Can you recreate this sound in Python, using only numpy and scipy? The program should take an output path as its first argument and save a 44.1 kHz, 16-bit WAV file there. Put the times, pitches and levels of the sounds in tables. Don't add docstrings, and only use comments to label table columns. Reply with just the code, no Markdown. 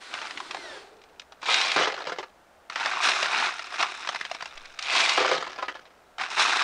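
import sys
import numpy as np
from scipy import signal
from scipy.io import wavfile
from scipy.ndimage import uniform_filter1d

SR = 44100
rng = np.random.default_rng(int(sys.argv[2]) if len(sys.argv) > 2 else 0)


def wav_record(signal):
    frames = np.transpose(np.atleast_2d(signal))
    bounded = np.clip(frames, -1, 1)
    quanta = np.round(bounded * 32767).astype(np.int16)
    wavfile.write(sys.argv[1], SR, quanta)


N = 292499
TIME = np.arange(N) / SR


def amp(db):
    return 10 ** (np.asarray(db) / 20)


def unit_rms(x):
    return x / np.sqrt(np.mean(x ** 2) + 1e-20)


def steadied(x, size=1500):
    power = uniform_filter1d(uniform_filter1d(x ** 2, size), size)
    return x / np.sqrt(abs(power) + 1e-12)


def through(x, response):
    return signal.oaconvolve(x, response)[:len(x)]


def surge(start, length, attack_s, release_db_per_s):
    age = TIME - start
    return np.clip(age / attack_s, 0, 1) * amp(-release_db_per_s * np.maximum(age - length, 0))


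def colour(x, curve, size=4096):
    hz, db = np.transpose(curve)
    bins_hz = abs(np.fft.fftfreq(size, 1 / SR))
    gain_db = np.interp(np.log(bins_hz + 1), np.log(hz + 1), db - db.max())
    spectrum = np.exp(np.conj(signal.hilbert(np.log(amp(gain_db) + 1e-5))))
    return through(x, np.fft.ifft(spectrum).real[:size // 2])


def noise_band(hz, width_hz):
    turn = np.exp(2j * np.pi * np.cumsum(hz) / SR)
    r = np.exp(-np.pi * width_hz / SR)
    band = signal.lfilter([(1 - r) ** 2], [1, -2 * r, r * r], rng.standard_normal(N) / turn)
    return unit_rms((turn * band).real)


def ring(x, modes, spot_db=4):
    out = x.copy()
    for hz, db, t60 in modes:
        spots = rng.standard_normal(len(x) // 1500 + 2)
        wander = np.interp(np.arange(len(x)) / 1500, np.arange(len(spots)), spots)
        drive = x * amp(db + spot_db * wander)
        r = np.exp(-np.log(1000) / t60 / SR)
        r_cos = r * np.cos(2 * np.pi * hz / SR)
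        out += signal.lfilter([2 * (1 - r), -2 * (1 - r) * r_cos], [1, -2 * r_cos, r * r], drive)
    return out


def clack(hz, t60, q, bare):
    t = TIME[:SR // 12]
    chatter = rng.standard_normal(len(t)) * amp(-60 * t / max(t60, .002))
    body = signal.lfilter(*signal.iirpeak(np.clip(hz, 150, 9000), q, fs=SR), chatter)
    return unit_rms(body + bare * chatter)


def gravel(flow, peak_per_s, spread_db, nominal_t60, q, sizes=36):
    out = np.zeros(N)
    odds = peak_per_s * (flow / flow.max()) ** .6 / sizes / SR
    for hz in np.linspace(500, 9000, sizes) * rng.uniform(.9, 1.1, sizes):
        chance = rng.random(N)
        at = np.flatnonzero(chance < odds)
        force = np.minimum(-np.log(chance[at] / odds[at]), 3.5)
        clicks = np.zeros(N)
        clicks[at] = amp(spread_db * force)
        out += through(clicks, clack(hz, nominal_t60 * rng.uniform(0.21, 3.5), q, bare=0.52))
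    return out


def blows(cues, curve, modes, chatter_t60, rattle_db, rattle_t60, tilt_db=0):
    out, t = np.zeros(N), TIME[:SR // 4]
    median_hz = np.median(np.array(cues)[:, 2])
    for start, db, hz in cues:
        rattle = rng.standard_normal(len(t)) * (rng.random(len(t)) < 900 / SR)
        rattle *= amp(-60 * t / rattle_t60)
        contacts = amp(rattle_db) * rattle / np.linalg.norm(rattle)
        contacts[0] = 1
        slope = tilt_db * np.log2(hz / median_hz)
        tilted = [(f, level + slope * np.log2(np.clip(f, 300, 7000))) for f, level in curve]
        bite = clack(hz, chatter_t60, q=1.9, bare=0.7)
        bite *= np.minimum(TIME[:len(bite)] / 0.0028, 1)
        knock = ring(colour(through(contacts, bite), tilted), modes)
        attack_rms = np.sqrt(np.mean(knock[:SR // 160] ** 2))
        slot = out[round(start * SR):][:len(knock)]
        slot += amp(db) * knock[:len(slot)] / attack_rms
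    return out


# (frequency [Hz], relative level [dB])
AIR_EQ = [(12, -25), (20, -3.5), (33, -13.5), (70, -6.5), (118, -18.5), (153, -12.5), (252, -11.5),
          (715, -3.5), (1030, -9.5), (1340, -8), (2030, -16), (3510, -22.5), (7300, -29), (10200, -33.5),
          (13300, -58.5), (22000, -120)]

def open_air():
    age = np.maximum(TIME - 4.55, 0)
    puff = amp(-43) * np.exp(-age / 0.11) * np.sin(2 * np.pi * 11.0 * age)
    return amp(-57.5) * unit_rms(colour(rng.standard_normal(N), AIR_EQ)) + puff


def yard_echoes(x, wet_db, t60):
    t = TIME[:SR // 2]
    taps = rng.standard_normal(len(t)) * (rng.random(len(t)) < 2000 / SR)
    taps *= (t > .004) * amp(-60 * t / t60)
    return x + amp(wet_db) * through(x, taps / np.linalg.norm(taps))


# (base pitch [Hz], width [Hz], relative level [dB], bend depth [exponent])
SING_TONES = [(690, 110, 1, 1), (1560, 70, -2, .8), (2080, 24, 1, 1), (4170, 90, -2, .95),
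              (5900, 50, -11, .58)]
# (time [s], pitch [ratio])
SING_BEND = [(.45, 1.05), (.61, 1), (.7, .86), (.8, .755), (.9, .735)]

def drawing_out():
    sing_start_s, tip_clear_s = 0.48, 0.77
    hiss_eq = [(100, -42), (300, -12.5), (700, -7), (1500, -4.5), (3000, -9.5), (4300, -8.5),
               (5500, -16.0), (10000, -25), (13000, -50)]
    hiss = unit_rms(colour(rng.standard_normal(N), hiss_eq))
    bend = np.interp(TIME, *np.transpose(SING_BEND))
    sing = sum(amp(db) * noise_band(hz * bend ** depth, width) for hz, width, db, depth in SING_TONES)
    rub = noise_band(np.interp(TIME, [.45, .9], [335, 430]), width_hz=122)
    rub += amp(-1) * noise_band(np.interp(TIME, [.45, .9], [1000, 740]), width_hz=280)
    hiss *= surge(0, tip_clear_s, attack_s=0.018, release_db_per_s=116)
    rub *= surge(0, tip_clear_s, attack_s=0.48, release_db_per_s=34)
    sing *= surge(sing_start_s, tip_clear_s - sing_start_s, attack_s=0.14, release_db_per_s=260)
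    return amp(-45) * hiss + amp(-53.5) * rub + amp(-52) * sing


# (time [s], length [s], relative level [dB], share on steel [0-1])
SHOVES = [(0.097, 0.17, -37, 0.15), (2.685, 0.093, -40, 0.22), (2.751, 0.26, -28.5, 0.11),
          (3.004, 0.088, -20.5, 0.65), (3.113, 0.15, -27, 0.4), (3.28, 0.19, -24.5, 0.16),
          (3.696, 0.099, -36.5, 0.4), (3.774, 0.038, -21.5, 0.11), (3.995, 0.14, -40.5, 0.2),
          (6.177, 0.05, -27.5, 0.1), (6.275, 0.08, -33, 0.6), (6.347, 0.28, -23.5, 0.4),
          (6.375, 0.029, -19, 0.97)]

def shoving():
    stone_power, steel_power = np.zeros((2, N))
    for start, length, db, steel_share in SHOVES:
        push = (amp(db) * surge(start, length, attack_s=0.039, release_db_per_s=214)) ** 2
        trickle = (amp(db - 15.5) * surge(start, length, attack_s=0.039, release_db_per_s=15.5)) ** 2
        steel_power += steel_share * push + 0.55 * trickle
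        stone_power += (1 - steel_share) * push + 0.45 * trickle
    return np.sqrt(stone_power), np.sqrt(steel_power)


# (frequency [Hz], relative level [dB])
CRUNCH_EQ = [(53, -51), (90, -36.5), (379, -12), (510, -19), (713, -2.5), (1020, -3), (1370, 1),
             (1910, -6.5), (2470, -4), (3320, -13.5), (4120, -13), (4550, -15.5), (5220, -17.5),
             (9240, -41), (10000, -55.5), (13000, -57), (22000, -120)]
SCRAPE_EQ = [(100, -34), (400, -12), (700, -12), (1300, 2), (2000, -4.5), (2500, 2.5), (3100, -7),
             (3800, -0.5), (4600, -12.5), (5500, -9), (7000, -18), (10000, -25.5), (13000, -57.5)]
KNOCK_EQ = [(59, -60), (100, -25), (505, -12), (687, -0.5), (882, -6), (1110, -2), (2310, -5), (3090, -5.5),
            (5190, -10), (10000, -33.5), (13000, -66), (22000, -120)]
# (time [s], relative level [dB], clack pitch [Hz])
PILE_KNOCKS = [(0.138, -17, 1570), (0.215, -24, 1720), (0.307, -21.5, 2000), (0.373, -20.5, 2320),
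               (0.401, -19.5, 960), (0.509, -19.5, 2160), (0.545, -18, 750), (0.568, -26, 880),
               (1.321, -33, 783), (2.698, -20, 1320), (2.757, -14.5, 2280), (2.858, -11.5, 1570),
               (3.087, -11, 1450), (3.115, -10.5, 2600), (3.227, -9, 2400), (3.256, -14, 1310),
               (3.592, -19.5, 1470), (3.74, -20.5, 1520), (3.826, -8.5, 1370), (4.072, -16.5, 1410),
               (4.089, -13, 1200), (4.146, -17.5, 990), (4.158, -17, 1770), (4.21, -15.5, 1720),
               (4.25, -20, 2550), (4.313, -15.5, 650), (4.347, -21.5, 684), (4.407, -22.5, 2700),
               (4.423, -19.5, 1190), (4.456, -22.5, 1060), (4.575, -27.5, 2900), (6.182, -21.5, 802),
               (6.21, -17.5, 853), (6.393, -10, 1460)]

def digging(on_stone, on_steel):
    flow = np.hypot(on_stone, on_steel)
    grains = gravel(flow, peak_per_s=1500, spread_db=4.0, nominal_t60=0.015, q=9.0)
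    crunch = on_stone * steadied(colour(grains, CRUNCH_EQ))
    grit = gravel(flow, peak_per_s=5000, spread_db=5.0, nominal_t60=0.011, q=4)
    scrape = on_steel * steadied(colour(grit, SCRAPE_EQ))
    knocks = blows(PILE_KNOCKS, KNOCK_EQ, modes=[], chatter_t60=0.02, rattle_db=-7.5, rattle_t60=0.044)
    return amp(-0.78) * crunch + amp(-0.5) * scrape + amp(-11) * knocks


# (time [s], rise to full flow [s], relative slide level [dB], landing time [s],
# landing length [s], relative landing level [dB], settling length [s])
POURS = [(1.393, 0.12, -21, 1.76, 0.067, -21, 0.49), (4.743, 0.23, -20, 5.17, 0.18, -25, 0.61)]

def tipping():
    sliding, landing = np.zeros((2, N))
    for start, tilt_s, slide_db, lands_at, land_s, land_db, creep_s in POURS:
        tilt = np.clip((TIME - start) / tilt_s, 0, 1)
        thinning_db = 29.5 * np.maximum(TIME - start - tilt_s, 0)
        dying_db = 117 * np.maximum(TIME - lands_at, 0)
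        sliding += tilt ** 2.03 * amp(slide_db - thinning_db - dying_db)
        bulk = surge(lands_at, land_s, attack_s=0.027, release_db_per_s=176)
        creep = (TIME > lands_at) * np.clip(1 - (TIME - lands_at - land_s) / creep_s, 0, 1)
        landing += amp(land_db) * np.hypot(bulk, amp(-13) * creep)
    early_stones = amp(-13) * sliding
    return sliding, np.hypot(landing, early_stones)


# (frequency [Hz], relative level [dB])
SLIDE_EQ = [(120, -60), (200, -20), (425, -12.5), (560, -13), (700, 1), (1200, -3), (1800, -1.5),
            (2500, 0.5), (3000, -5), (3800, -4), (5400, -9.5), (7000, -17.5), (10000, -27.5),
            (13000, -64.5)]
TICK_EQ = [(100, -51), (500, -22), (1200, -0.5), (2500, -3), (4000, -1), (6000, -5), (10000, -25.5),
           (13000, -65)]
# (frequency [Hz], level over the bare clack [dB], t60 [s])
BLADE_MODES = [(1080, -1, .035), (1260, 3, .12), (1460, -2, .05), (2062, -2, .06), (2137, -1, .1),
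               (2377, 9, .15), (2457, 4, .07), (2600, 5, .1), (2837, 3, .12), (3190, 1, .1), (3347, 4, .13),
               (3560, 4, .15), (3744, 10, .16), (3985, 7, .12), (4404, 3, .13), (4810, 2, .08),
               (6758, 5, .12)]
# (time [s], relative level [dB], clack pitch [Hz])
BLADE_TICKS = [(1.0155, -43.5, 2340), (1.0365, -43, 2320), (1.1956, -27.5, 3170), (1.2164, -39.5, 2420),
               (1.5414, -9.5, 2400), (1.612, -14.5, 3300), (1.7158, -13.5, 2570), (4.6546, -32, 2460),
               (4.7891, -20, 2600), (4.8239, -21.5, 5900), (5.0046, -11, 2510), (5.092, -10.5, 2420)]

def blade_slide(sliding, flow):
    grains = gravel(flow, peak_per_s=3600, spread_db=3.5, nominal_t60=0.009, q=2.8)
    slide = sliding * steadied(ring(colour(grains, SLIDE_EQ), BLADE_MODES))
    tick_modes = [(hz, db - 13, t60 / 2) for hz, db, t60 in BLADE_MODES]
    ticks = blows(BLADE_TICKS, TICK_EQ, tick_modes, chatter_t60=0.027, rattle_db=-17, rattle_t60=0.06)
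    return amp(-0.8) * slide + amp(-9) * ticks


# (frequency [Hz], relative level [dB])
TRAY_EQ = [(41, -62), (70, -47.5), (167, -18.5), (224, -20.5), (276, -13), (361, -5.5), (503, -5.5),
           (606, -3), (701, -4), (1640, -4), (1790, -5), (2060, -5), (5150, -15), (8300, -33),
           (10000, -43.5), (13000, -79), (22000, -120)]
# (frequency [Hz], level over the bare clack [dB], t60 [s])
TRAY_MODES = [(135, -3, .1), (172, -2, .12), (295, -7, .08), (385, -5, .09), (441, 0, .12), (513, 2, .13),
              (705, -4, .1), (790, -6, .09), (1012, -6, .1), (1184, -3, .12), (1260, 1, .17),
              (1378, -4, .12), (1690, -2, .14)]
# (time [s], relative level [dB], clack pitch [Hz])
TRAY_HITS = [(1.427, -24.5, 1470), (1.484, -16, 1120), (1.761, -10, 670), (1.871, -12.5, 1030),
             (1.923, -23, 638), (1.974, -27, 1050), (2.003, -23.5, 1370), (2.069, -18.5, 390),
             (2.092, -22.5, 692), (2.119, -18, 1030), (2.184, -19, 534), (2.228, -27, 1050),
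             (5.174, -9, 730), (5.203, -13.5, 439), (5.246, -12, 1050), (5.312, -10, 519),
             (5.424, -18.5, 425), (5.466, -24.5, 1260), (5.585, -22, 1310), (5.624, -16, 920),
             (5.681, -18.5, 1510), (5.75, -28, 980)]

def tray_landing(landing, flow):
    grains = gravel(flow, peak_per_s=2200, spread_db=5.5, nominal_t60=0.023, q=7.3)
    shower = landing * steadied(ring(colour(grains, TRAY_EQ), TRAY_MODES))
    hits = blows(TRAY_HITS, TRAY_EQ, TRAY_MODES, chatter_t60=0.049, rattle_db=-3, rattle_t60=0.075,
                 tilt_db=-0.6)
    return amp(-1) * shower + amp(-10) * hits


def scene():
    at_pile = digging(*shoving()) + drawing_out()
    sliding, landing = tipping()
    flow = np.hypot(sliding, landing)
    at_barrow = blade_slide(sliding, flow) + tray_landing(landing, flow)
    return (yard_echoes(at_pile + at_barrow, wet_db=-19.5, t60=0.098) + open_air())[None]


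def record(dry):
    def low_pass(x, edge_hz):
        taps = signal.firwin(401, edge_hz, window=("kaiser", 8), fs=SR)
        return signal.oaconvolve(x, taps[None], "same")
    hiss = amp(-75) * rng.standard_normal(dry.shape)
    return low_pass(low_pass(dry, edge_hz=10120) + hiss, edge_hz=15700)


dry = scene()
out = record(dry)
wav_record(out)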